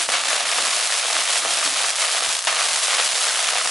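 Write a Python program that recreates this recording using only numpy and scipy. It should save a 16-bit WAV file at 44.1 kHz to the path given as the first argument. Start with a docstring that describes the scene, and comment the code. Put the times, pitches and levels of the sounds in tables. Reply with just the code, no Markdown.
"""A gas jet roars and fizzes: a ground fountain firework burns on a lawn, a few metres away.
Filtered noise makes the jet, which chokes briefly and flares again as its level curves move.
Hundreds of random spikes a second snap as sparks in the plume, with sharper cracks among them.
Now and then a larger star pops: a pressure pulse, then a short flare of noise.
Delayed copies and decaying noise echoes throw the cracks back from the ground and a wooden fence."""
import sys
import numpy as np
from scipy import signal
from scipy.io import wavfile

SR = 44100
rng = np.random.default_rng(int(sys.argv[2]) if len(sys.argv) > 2 else 0)


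def store_pcm(level_fs):
    """Save levels as 16-bit WAV."""
    pcm = np.round(np.clip(level_fs, -1, 1) * 32767).astype(np.int16)
    wavfile.write(sys.argv[1], SR, np.atleast_2d(pcm).T)


N = 163170
T = np.arange(N) / SR  # seconds
EDGE_HZ = 11150  # top of the recorded band
GROUND_S, GROUND_DB = .0017, -12.5  # delay and level of the bounce off the ground
JET_WIDTH, SPARK_WIDTH = 0.24, 0.19  # side gain, for noise and for spikes


def amp(db):
    """Decibels to gain."""
    return 10 ** (np.asarray(db) / 20)


def unit(x):
    """Scales to rms 1."""
    return x / np.sqrt(np.mean(x ** 2) + 1e-20)


def add(mix, start_s, sound):
    """Mixes a sound in at a time."""
    part = mix[max(round(start_s * SR), 0):][:len(sound)]
    part += sound[:len(part)]


def spread(mid, side):
    """Left and right from middle and side."""
    return np.array([mid + side, mid - side])


def noise(width):
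    """Stereo white noise with its own side signal."""
    mid, side = rng.standard_normal((2, N))
    return spread(mid, width * side)


def strength(curve):
    """A level curve read at every sample, in dB."""
    return np.interp(T, *np.transpose(curve))


def colour(x, points, size=4096):
    """Minimum-phase filter with the given spectrum and unit energy below the band edge."""
    hz = np.fft.fftfreq(size, 1 / SR)
    point_hz, point_db = np.transpose(points)
    level_db = np.interp(np.log(abs(hz) + 1), np.log(point_hz), point_db)
    # the Hilbert transform of the log gain supplies the phase that makes the filter causal
    gain = np.exp(np.conj(signal.hilbert(np.log(amp(level_db)))))
    gain /= np.sqrt(np.mean(abs(gain) ** 2 * (abs(hz) < EDGE_HZ)))
    impulse = np.fft.ifft(gain).real[None]
    return signal.oaconvolve(x, impulse, axes=1)[:, :N]


def flutter():
    """The burn surges suddenly and relaxes, at random; rms 1."""
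    surges_per_s, relax_s = 140, 0.0048
    kicks = (rng.random(N) < surges_per_s / SR) * rng.uniform(0.35, 1, N)
    surges = signal.lfilter([1], [1, -np.exp(-1 / (relax_s * SR))], kicks - kicks.mean())
    return unit(surges)


def clicks(per_s, spread_db):
    """Random pressure spikes across the plume, each followed by its bounce off the ground."""
    at = np.flatnonzero(rng.random(N) < per_s / SR)
    size, place, height = rng.standard_normal((3, len(at)))
    spikes = amp(spread_db * np.minimum(size, 2)) * spread(0.95, SPARK_WIDTH * place)
    # the height of each spike varies its bounce delay
    delay = (GROUND_S * SR * np.exp(.15 * height)).astype(int)
    bounce = np.clip(at + delay, 0, N - 1)
    out = np.zeros((2, N))
    out[:, at] = spikes
    out[:, bounce] += amp(GROUND_DB) * spikes
    return out


def scatter(x, decay_s):
    """Each spike trails a brief diffuse tail of noise, scattered by the lawn."""
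    keep = np.exp(-2 / (decay_s * SR))  # energy decays twice as fast as amplitude
    energy = signal.lfilter([1 - keep], [1, -keep], np.mean(x ** 2, axis=0))
    return np.sqrt(energy) * noise(JET_WIDTH)


def yard(x):
    """Short scattered echoes from the fence, different in each ear."""
    level_db, t60_s, fence_delay_s = -12, .1, .004
    t = np.arange(SR // 3) / SR
    taps = rng.standard_normal((2, len(t))) * (t > fence_delay_s) * amp(-60 * t / t60_s)
    taps /= np.linalg.norm(taps, axis=1, keepdims=True)
    return amp(level_db) * signal.oaconvolve(x, taps, axes=1)[:, :N]


# level of the bass before its trim: time_s, level_db
BASS_LEVEL = [(0.0, -72), (0.03, -80), (0.07, -64.5), (0.8, -62.5), (0.88, -81), (1.23, -69), (1.27, -70),
              (1.58, -59), (1.61, -79.5), (1.67, -52), (1.7, -60), (2.19, -85), (2.29, -54.5), (2.36, -80),
              (2.57, -75), (2.61, -95.5), (2.68, -61.5), (2.77, -70.5), (2.84, -93.5), (2.91, -71),
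              (3.1, -69), (3.13, -55), (3.18, -76), (3.57, -63), (3.68, -83), (3.7, -62)]
# spectrum of the bass puffs: frequency_hz, level_db
BASS_SPECTRUM = [(15, -19), (35, -13), (70, -4), (130, 2.5), (230, 3), (400, -4), (1000, -37), (11000, -70)]


def bass():
    """Faint, irregular low puffs that come and go: random spikes filtered down to bass."""
    puffs_per_s, size_spread_db, trim_db = 67, 1, -2.5
    puffs = clicks(puffs_per_s, size_spread_db).mean(axis=0, keepdims=True)
    return unit(colour(puffs, BASS_SPECTRUM)) * amp(trim_db + strength(BASS_LEVEL))


# dull low thuds: start_s, level_db, decay_s, deep_db (gain of the deep bass part)
THUD_EVENTS = [(.087, -39, .004, -9), (0.469, -46, 0.0037, -9), (0.591, -42, .008, -9),
               (1.667, -42, 0.018, -18), (2.282, -43, 0.0034, 5), (3.128, -53, .004, -7.5),
               (3.548, -50, 0.0056, 1)]


def thuds():
    """Short, dull thuds under the hiss: decaying noise in a low band plus deep bass."""
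    low_hz, top_hz = 174, 370
    band = signal.butter(2, [low_hz, top_hz], "bandpass", fs=SR, output="sos")
    low = signal.butter(2, low_hz, fs=SR, output="sos")
    out, t = np.zeros(N), np.arange(SR // 5) / SR
    for start_s, level_db, decay_s, deep_db in THUD_EVENTS:
        push = rng.standard_normal(len(t)) * np.exp(-t / decay_s)
        thud = signal.sosfilt(band, push) + amp(deep_db) * signal.sosfilt(low, push)
        even = np.sqrt(decay_s * SR / np.sum(thud ** 2))  # energy in proportion to decay
        add(out, start_s, amp(level_db) * thud * even)
    return out


# level of the low mids, 200-400 Hz, before trim and flutter: time_s, level_db
BODY_LEVEL = [(0.0, -42), (0.05, -60), (0.09, -48), (0.11, -50), (0.56, -57), (0.58, -46), (1.0, -66),
              (1.17, -48.5), (1.28, -60.5), (1.49, -46.5), (1.64, -62), (1.66, -47), (2.04, -68),
              (2.06, -63), (2.16, -59), (2.3, -51), (2.41, -82), (2.48, -56.5), (2.77, -55), (2.86, -79),
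              (2.9, -61), (3.01, -56), (3.24, -60.5), (3.7, -52.5)]
# spectrum of the low mids: frequency_hz, level_db
BODY_SPECTRUM = [(30, -39), (140, -21.5), (195, -8.5), (230, 0), (290, 2.5), (370, -0.5), (450, -8.5),
                 (800, -34), (11000, -82)]


def body():
    """The low edge of the roar: filtered noise which wavers by itself."""
    trim_db, flutter_db = -1.5, 2
    level_db = trim_db + strength(BODY_LEVEL) + flutter_db * flutter()
    return colour(noise(JET_WIDTH), BODY_SPECTRUM) * amp(level_db)


# bursting stars, before filtering: start_s, level_db, push_ms (outward push of the pressure pulse),
# flare_db, flare_decay_s
POP_EVENTS = [(.0892, -1.5, .42, -30, .01), (.138, -5, .25, -18, .03), (.584, -3, .3, -23, .006),
              (1.049, -6, .3, -27, .004), (1.4495, -1.5, .45, -23, .004), (1.4585, -6, .35, -27, .004),
              (1.841, -6, .35, -23, .015), (2.223, -5, .35, -23, .012), (2.4712, -3, .2, -16, .04),
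              (2.5265, -3, .25, -28, .004), (2.9975, -4, .35, -28, .004), (3.556, -6, .3, -24, .02)]
# spectrum of the roar, shared by the flares and the jet: frequency_hz, level_db
ROAR_SPECTRUM = [(30, -76), (100, -66), (170, -41), (235, -35), (290, -25), (370, -17.5), (450, -8.5),
                 (540, -4), (675, 2.5), (780, 0), (980, -2), (1220, 2.8), (1500, 0), (1850, .3),
                 (2150, -0.4), (2700, 0.5), (3800, -1.6), (6000, -7.5), (11000, -20.5)]


def pops():
    """A bursting star: a blast pulse, its ground bounce, then a short roaring flare."""
    low_hz, high_hz, bounce_db = 515, 6130, -14
    blasts, flares, t = np.zeros(N), np.zeros(N), np.arange(SR // 5) / SR
    for start_s, level_db, push_ms, flare_db, flare_decay_s in POP_EVENTS:
        u = 1000 * t / push_ms
        pulse = amp(level_db) * (1 - u) * np.exp(-u)  # a push, then a weaker suction
        add(blasts, start_s, pulse)
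        add(blasts, start_s + GROUND_S, amp(bounce_db) * pulse)
        add(flares, start_s, amp(flare_db) * np.exp(-t / flare_decay_s))
    band = signal.butter(4, [low_hz, high_hz], "bandpass", fs=SR, output="sos")
    return signal.sosfilt(band, blasts) + colour(flares * noise(JET_WIDTH), ROAR_SPECTRUM)


# level of the treble fizz, which also drives the spark rate: time_s, level_db
FIZZ_LEVEL_CURVE = [(0.0, -25), (0.06, -27.5), (0.08, -32.5), (0.09, -29.5), (0.12, -26), (0.24, -30),
                    (0.33, -24), (0.41, -31), (0.43, -27), (0.45, -33.5), (0.47, -26), (0.99, -25.5),
                    (1.02, -28), (1.22, -25.5), (1.25, -27), (1.38, -23), (1.41, -27.5), (1.57, -23.5),
                    (1.61, -27), (1.65, -23.5), (1.75, -27.5), (1.78, -25), (1.91, -26), (1.95, -32),
                    (1.97, -24), (1.98, -29.5), (2.01, -22), (2.09, -28), (2.15, -24), (2.21, -27),
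                    (2.35, -25.5), (2.44, -32), (2.45, -29), (2.46, -28.5), (2.53, -27.5), (2.57, -29.5),
                    (2.6, -26), (2.77, -24.5), (2.81, -27), (2.84, -21.5), (2.88, -26.5), (3.07, -23.5),
                    (3.09, -27), (3.19, -24.5), (3.51, -26), (3.57, -28), (3.6, -27), (3.7, -27)]
# sharp cracks of single stars, before filtering: start_s, level_db
CRACK_EVENTS = [(.0458, -5), (.0928, -2), (.1372, -3), (.2505, -4), (.2865, -3), (.3995, -5), (.464, -4),
                (.47, -4), (.9155, -3), (.941, -5), (1.049, -5), (1.3473, -5), (1.457, -2), (1.7395, -3),
                (1.99, -4), (2.0963, -5), (2.3903, -5), (2.4503, -2), (2.4711, -3), (2.591, -5),
                (2.9043, -5), (3.1303, -4), (3.2974, -4), (3.4524, -5)]
# spectrum of the snaps and cracks: frequency_hz, level_db
SNAP_SPECTRUM = [(30, -70), (100, -50), (170, -35), (250, -32), (370, -15.5), (500, -3.5), (680, -4),
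                 (1000, 1), (1300, 0), (2000, 3.5), (3500, 5.5), (6000, 3.5), (11000, 1.5)]


def sparks():
    """Tiny shock waves, denser when the fizz is strong, and a few loud cracks."""
    sparks_per_s, spark_db, size_spread_db = 220, -4.5, 2.5
    scatter_db, scatter_decay_s = -8.5, 0.00078
    level_db = strength(FIZZ_LEVEL_CURVE)
    # the rate follows the power of the fizz and equals sparks_per_s at its median level
    rate = sparks_per_s * amp(2 * (level_db - np.median(level_db)))
    snaps = amp(spark_db) * clicks(rate, size_spread_db)
    cracks = np.zeros(N)
    for start_s, crack_db in CRACK_EVENTS:
        add(cracks, start_s, amp([crack_db]))
        add(cracks, start_s + GROUND_S, amp([crack_db + GROUND_DB]))
    spikes = snaps + cracks
    return colour(spikes + amp(scatter_db) * scatter(spikes, scatter_decay_s), SNAP_SPECTRUM)


# level of the jet's roar before its trim: time_s, level_db
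ROAR_LEVEL_CURVE = [(0, -23.5), (.06, -32), (.085, -39), (.1, -21.5), (.12, -23), (.18, -23.5), (.21, -23),
                    (.24, -26.5), (.33, -21), (.41, -22), (.48, -22.5), (.55, -23), (.67, -23), (.8, -25),
                    (.98, -25), (1.02, -27), (1.16, -21), (1.25, -24), (1.29, -22), (1.33, -25.5),
                    (1.37, -22), (1.44, -28), (1.47, -25), (1.54, -22), (1.61, -24), (1.66, -22),
                    (1.7, -27.5), (1.79, -24), (1.9, -24.5), (1.95, -31), (1.98, -27.5), (2.01, -22.5),
                    (2.07, -25.5), (2.2, -24), (2.26, -23.5), (2.35, -28.5), (2.44, -35.5), (2.466, -31),
                    (2.5, -27.5), (2.58, -23.5), (2.6, -21.5), (2.82, -26), (3.0, -20), (3.06, -24.5),
                    (3.1, -28.5), (3.22, -23.5), (3.47, -23), (3.54, -24), (3.57, -22.5), (3.7, -26.5)]
# spectrum of the fizz: frequency_hz, level_db
FIZZ_SPECTRUM = [(30, -70), (100, -59), (200, -48), (400, -33.5), (700, -10), (2000, -8.5), (3500, -1),
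                 (4400, -0.5), (5200, 0), (7000, -0.5), (9000, 0.5), (11000, -1.5)]


def jet():
    """Turbulent gas roars and spits at the nozzle; burning powder fizzes above it."""
    roar_trim_db, roar_flutter_db, fizz_flutter_db = -1, 1, 0.8
    spits_per_s, spit_db, spit_spread_db = 230, -2, 3
    tail_db, tail_decay_s = -2.5, 0.0014
    gas = noise(JET_WIDTH) * amp(roar_flutter_db * flutter())
    spits = unit(clicks(spits_per_s, spit_spread_db))
    spits = amp(spit_db) * (spits + amp(tail_db) * scatter(spits, tail_decay_s))
    roar = colour(unit(gas + spits), ROAR_SPECTRUM)
    roar *= amp(roar_trim_db + strength(ROAR_LEVEL_CURVE))
    fizz = colour(noise(JET_WIDTH), FIZZ_SPECTRUM)
    fizz *= amp(strength(FIZZ_LEVEL_CURVE) + fizz_flutter_db * flutter())
    return roar + fizz


def scene():
    """The jet, its crackle and the echoes of the yard."""
    crackle = sparks() + pops()
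    return yard(crackle) + bass() + thuds() + body() + crackle + jet()


def record(dry):
    """A narrow-band recorder that rounds off the tallest spikes."""
    ceiling = .52  # full scale is 1
    edge = signal.firwin(511, EDGE_HZ, window=("kaiser", 9), fs=SR)[None]
    x = signal.oaconvolve(dry, edge, "same", axes=1)
    excess = x / (1 + (x / ceiling) ** 4) ** (1 / 4) - x
    # only the part of the rounding above 500 Hz is applied
    highpass = signal.butter(3, 500, "highpass", fs=SR, output="sos")
    x = x + signal.sosfilt(highpass, excess)
    return signal.oaconvolve(x, edge, "same", axes=1)


dry = scene()
out = record(dry)
store_pcm(out)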